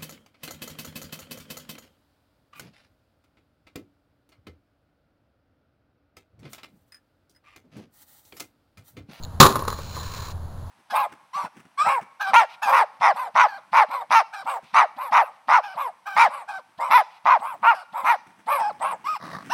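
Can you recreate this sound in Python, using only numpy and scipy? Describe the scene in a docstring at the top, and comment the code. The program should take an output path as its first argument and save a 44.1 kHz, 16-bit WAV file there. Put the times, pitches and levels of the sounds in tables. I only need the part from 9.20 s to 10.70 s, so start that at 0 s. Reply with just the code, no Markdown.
"""In a small room, a soft, wet lump of food slaps a paper portrait on a board.
Bits and drops patter down after it, each a papery knock with a wet crackle; a fine fizz runs while
the mess slides down, then stops. The room rings briefly over a low rumble. The slap overloads a cheap
recorder nearby, which holds each of its slow samples as a step and so adds a gritty treble."""
import sys
import numpy as np
from scipy import signal
from scipy.fft import rfft, irfft
from scipy.io import wavfile

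SR = 44100
rng = np.random.default_rng(int(sys.argv[2]) if len(sys.argv) > 2 else 0)


def log_audio(samples):
    """Write samples as a 16-bit WAV file to the path given in sys.argv[1]."""
    # one column per channel
    frames = np.atleast_2d(samples).T
    # limit to full scale, then quantise
    limited = np.clip(frames, -1, 1)
    pcm = np.round(limited * 32767).astype(np.int16)
    wavfile.write(sys.argv[1], SR, pcm)


N = 66150
HIT_S = 0.2009  # when the lump lands

# The lump's pieces. Each row: start in seconds, knock in dB, wet crackle in dB, fade time in seconds.
PIECES = [(0.2013, -3.5, -8.5, 0.0024), (0.2028, 3.5, 10, 0.0011), (0.206, 4.5, -33, 0.0023),
          (0.208, -19, -3, 0.0061), (0.2132, -5.5, -13.5, 0.013), (0.2265, -21, -8, .002),
          (0.2309, 0.5, -34, 0.0019), (0.2362, -36, -9.5, 0.004), (.2435, -16.5, -27, 0.0065),
          (0.253, -11, -21.5, 0.013), (.2638, -10, -14.5, 0.004), (0.269, -19, -40, 0.0013)]
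# Later drops. Each row: start in seconds, knock in dB, wet crackle in dB, fade time in seconds.
LATE_DROPS = [(0.29, -28.5, -28.5, 0.0063), (0.304, -18, -33, 0.0039), (0.325, -45, -27, 0.0017),
              (0.3566, -17, -31.5, 0.0056), (.365, -20, -48, 0.0082), (0.393, -24, -32, 0.0059),
              (0.4232, -21, -47, 0.0019), (.451, -30, -34.5, 0.0026), (0.4795, -23, -29.5, 0.012),
              (0.482, -11.5, -30, 0.00096), (0.503, -26, -24.5, 0.0021), (0.5274, -24, -37, 0.0039),
              (0.535, -42, -37, 0.0065), (0.589, -31.5, -49, 0.011), (.767, -33, -50, 0.0061),
              (.776, -31, -54, 0.0047), (.799, -49, -35.5, 0.0059), (1.085, -38, -37.5, 0.0071)]
# The tone of a piece's knock. Each row: frequency in Hz, relative level in dB.
PIECE_TONE = [(30, -19), (70, -17.5), (130, -10), (260, -7), (450, -2), (600, -6), (740, -11), (1000, -2.5),
              (1180, 1.5), (1400, -7.5), (2200, -21), (5500, -24.5)]
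# The tone of a drop's knock. Each row: frequency in Hz, relative level in dB.
DROP_TONE = [(30, -4), (130, -5.5), (330, -5), (600, -0.5), (780, -15.5), (1000, 1), (1130, 4.5),
             (1400, -12), (2200, -23), (5500, -28.5)]


def splatter():
    """The pieces squash one after another inside a thinning spray; lighter drops follow, each a sharper knock
    with its own wet crackle."""
    taps = grains(per_second=12000, spread_db=2.5)
    crackle = grains(per_second=12000, spread_db=2.5)
    spray = undb(-21) * fade(HIT_S, decay_s=0.039)
    heavy = sum(undb(db) * landing(taps, start, decay, click_share=0.32)
                for start, db, _, decay in PIECES)
    light = sum(undb(db) * landing(taps, start, decay, click_share=0.52)
                for start, db, _, decay in LATE_DROPS)
    squelch = sum(undb(db) * landing(crackle, start, decay, click_share=0.2)
                  for start, _, db, decay in PIECES + LATE_DROPS)
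    knocks = paper_knock(heavy + spray * taps, PIECE_TONE) + paper_knock(light, DROP_TONE)
    return knocks + wet_crackle(squelch + spray * crackle)


def landing(cloud, start, decay, click_share):
    """A piece puts a share of its energy into one click, the rest into tiny ones as it squashes flat."""
    force = np.sqrt(1 - click_share) * unit_energy(cloud * fade(start, decay))
    force[int(start * SR)] -= np.sqrt(click_share)
    return force * np.sqrt(decay * SR / 2)  # a longer squash carries more energy


# The paper's notes on its board. Each row: pitch in Hz, seconds to fade by 60 dB, relative level in dB.
PAPER_NOTES = [(142, .1, -6), (202, .15, -4), (326, .2, -4), (410, .14, -4), (455, .14, -5), (555, .1, -11),
               (852, .14, -5), (952, .14, -4), (1080, .12, 0), (1125, .1, 0), (1166, .13, 0),
               (1207, .12, 2), (1254, .14, -1), (1444, .12, -11)]


def paper_knock(force, tone):
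    """The paper answers with a hollow knock and rings on."""
    ring = undb(-9.5) * unit_energy(modes(PAPER_NOTES))
    return through(force, unit_energy(colour(tone)) + ring)


# The tone of the wet crackle. Each row: frequency in Hz, relative level in dB.
CRACKLE_TONE = [(60, -19), (700, -24.5), (2000, -16), (2700, -6.5), (3100, -9), (3500, -1.5), (4600, -6.5),
                (5500, -4.5)]
# Its bright ring. Each row: pitch in Hz, width in Hz, relative level in dB.
CRACKLE_RING = [(3994, 480, 8)]


def wet_crackle(force):
    """Wet films and droplets burst with a bright crackle."""
    tone = in_band(colour(CRACKLE_TONE) + resonances(CRACKLE_RING))
    return through(force, unit_energy(tone))


# The whole board's low notes. Each row: pitch in Hz, seconds to fade by 60 dB, relative level in dB.
BOARD_NOTES = [(53, 0.16, -22.5), (148, 0.13, -0.5), (207, .14, -2.5), (362, 0.037, -4.5)]


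def board_thud(push_s=0.0014):
    """The lump's soft push sets the whole board swinging."""
    progress = (np.arange(N) / SR - HIT_S) / push_s
    push = np.sin(np.pi * np.clip(progress, 0, 1))
    return -undb(-2) * through(push / push.sum(), modes(BOARD_NOTES))


# How loud the slide is. Each row: time in seconds, fizz in dB, sizzle in dB, rustle in dB.
SLIDE_LEVELS = [(.3, -37.5, -55, -45), (.46, -55.5, -51, -40), (0.529, -42.5, -66, -34.5),
                (0.581, -51, -45, -57), (.68, -50, -46.5, -58), (.79, -43, -43.5, -41),
                (.9, -48, -44, -43.5), (.94, -44.5, -42, -40.5), (1.03, -49.5, -43, -41),
                (1.124, -48.5, -49.5, -47.5), (1.135, -87, -91, -79)]
# The ring of the fizz. Each row: pitch in Hz, width in Hz, relative level in dB.
FIZZ_RING = [(4095, 220, 0)]
# The tone of the broad sizzle. Each row: frequency in Hz, relative level in dB.
SIZZLE_TONE = [(200, -35), (1500, -1), (1850, -13.5), (2200, -5), (3200, -9), (4200, -2), (5500, -10)]
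# The tone of the paper's rustle. Each row: frequency in Hz, relative level in dB.
RUSTLE_TONE = [(40, -20), (300, -26.5), (460, -1.5), (750, -25), (930, 0), (1100, 4), (1350, -9.5),
               (1800, -10), (2400, -40), (5500, -25)]


def slide(spurts_per_s=150, spurt_db=3):
    """While the mess runs down, a ringing fizz gives way to a spurting sizzle over a faint rustle."""
    t = np.arange(N) / SR
    times, *levels = np.array(SLIDE_LEVELS).T
    gains = [undb(np.interp(t, times, db)) * (t > times[0]) for db in levels]
    fizz, sizzle, rustle = (gain * grains(per_second=7000, spread_db=3) for gain in gains)
    flicker = np.interp(t * spurts_per_s, np.arange(N), rng.standard_normal(N))
    sizzle *= undb(spurt_db * flicker)
    return (through(fizz, unit_energy(resonances(FIZZ_RING)))
            + through(sizzle, unit_energy(in_band(colour(SIZZLE_TONE))))
            + through(rustle, unit_energy(colour(RUSTLE_TONE))))


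# Faint dry ticks before the hit. Each row: start in seconds, level in dB.
EARLY_TICKS = [(.027, -40.5), (0.0356, -31.5), (0.0406, -31), (.0492, -29)]
# Their tone. Each row: frequency in Hz, relative level in dB.
EARLY_TICK_TONE = [(200, -45), (2500, -21), (3400, -15.5), (4130, 2.5), (4800, -11.5), (5500, -23.5)]


def ticks():
    """A few tiny bright ticks sound close to the microphone."""
    bursts = sum(undb(db) * fade(start, decay_s=0.0012) for start, db in EARLY_TICKS)
    tone = unit_energy(in_band(colour(EARLY_TICK_TONE)))
    return through(rng.standard_normal(N) * bursts, tone)


def room_echo(x, delay_s=0.0044, split_hz=1500):
    """A small room rings briefly; the treble dies sooner."""
    def tail(band, ring_s):
        noise = unit_energy(rng.standard_normal(N) * fade(delay_s, ring_s / np.log(1000)))
        return signal.sosfilt(signal.butter(2, split_hz, band, fs=SR, output="sos"), noise)
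    return through(x, undb(-10.5) * tail("low", ring_s=0.4) + undb(-18) * tail("high", ring_s=0.33))


# The tone of the room's background. Each row: frequency in Hz, relative level in dB.
RUMBLE_TONE = [(25, -4.5), (48, -11), (70, -6), (84, 5.5), (100, -4.5), (125, -6), (200, -16.5), (330, -27),
               (600, -23.5), (1000, -24), (1500, -32), (2400, -48), (4200, -39), (5500, -47.5)]


def rumble():
    """A steady low rumble with a trace of hiss fills the room."""
    spectrum = rfft(rng.standard_normal(N)) * rfft(colour(RUMBLE_TONE))
    return undb(-34.5) * unit(irfft(spectrum, N))


def undb(db):
    """Turn decibels into a number to multiply by."""
    return 10 ** (np.asarray(db) / 20)


def unit(x):
    """Scale a sound to an average power of 1."""
    return x / np.sqrt(np.mean(x ** 2))


def unit_energy(x):
    """Scale to a total energy of 1; such a filter keeps the level of white noise."""
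    return x / np.sqrt(np.sum(x ** 2))


def through(x, response):
    """Pass a sound through a filter, given as its response to one click."""
    return signal.fftconvolve(x, response)[:N]


def colour(points, size=8192):
    """Build the click response of a filter from a tone table."""
    hz, db = np.array(points).T
    freqs = np.maximum(np.arange(size // 2 + 1) * SR / size, 1)
    gains = undb(np.interp(np.log(freqs), np.log(hz), db))
    cepstrum = irfft(np.log(gains))
    # fold it in half so that nothing sounds before the click
    cepstrum[1:size // 2] *= 2
    cepstrum[size // 2 + 1:] = 0
    return np.pad(irfft(np.exp(rfft(cepstrum))), (0, N - size))


def resonances(peaks):
    """Build the click response of ringing peaks; wider ones die sooner."""
    t = np.arange(N) / SR
    return sum(undb(db) * 2 * np.pi * width / SR * np.exp(-np.pi * width * t) * np.cos(2 * np.pi * hz * t)
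               for hz, width, db in peaks)


def modes(notes):
    """A struck object rings with several fading notes."""
    t = np.arange(N) / SR
    return sum(undb(db) * np.exp(-np.log(1000) * t / ring_s) * np.sin(2 * np.pi * hz * t)
               for hz, ring_s, db in notes)


def fade(start, decay_s):
    """Jump to full level at the start, then die away."""
    age = np.arange(N) / SR - start
    return (age >= 0) * np.exp(-np.maximum(age, 0) / decay_s)


def grains(per_second, spread_db):
    """Make a dense cloud of tiny clicks of uneven size."""
    sizes = undb(spread_db * np.minimum(rng.exponential(size=N), 5))
    hits = rng.random(N) < per_second / SR
    return unit(hits * rng.choice([-1, 1], N) * sizes)


def in_band(x, top_hz=5400):
    """Keep only the frequencies that the recorder takes in."""
    return signal.sosfiltfilt(signal.ellip(6, 0.15, 40, top_hz, fs=SR, output="sos"), x)


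def scene():
    """Add up everything at the microphone, in mono."""
    direct = splatter() + board_thud() + slide() + ticks()
    return (direct + room_echo(direct) + rumble())[None]


def record(dry):
    """The recorder clips the splat flat, samples slowly, holds each sample as a step and cuts the top."""
    hold_samples, top_hz = 4, 15650
    clipped = np.clip(in_band(dry), -1, 1)
    # the steps mirror the sound into a gritty treble
    steps = np.repeat(clipped[:, ::hold_samples], hold_samples, axis=1)[:, :N]
    return signal.sosfiltfilt(signal.ellip(8, 0.1, 50, top_hz, fs=SR, output="sos"), steps)


dry = scene()
out = record(dry)
log_audio(out)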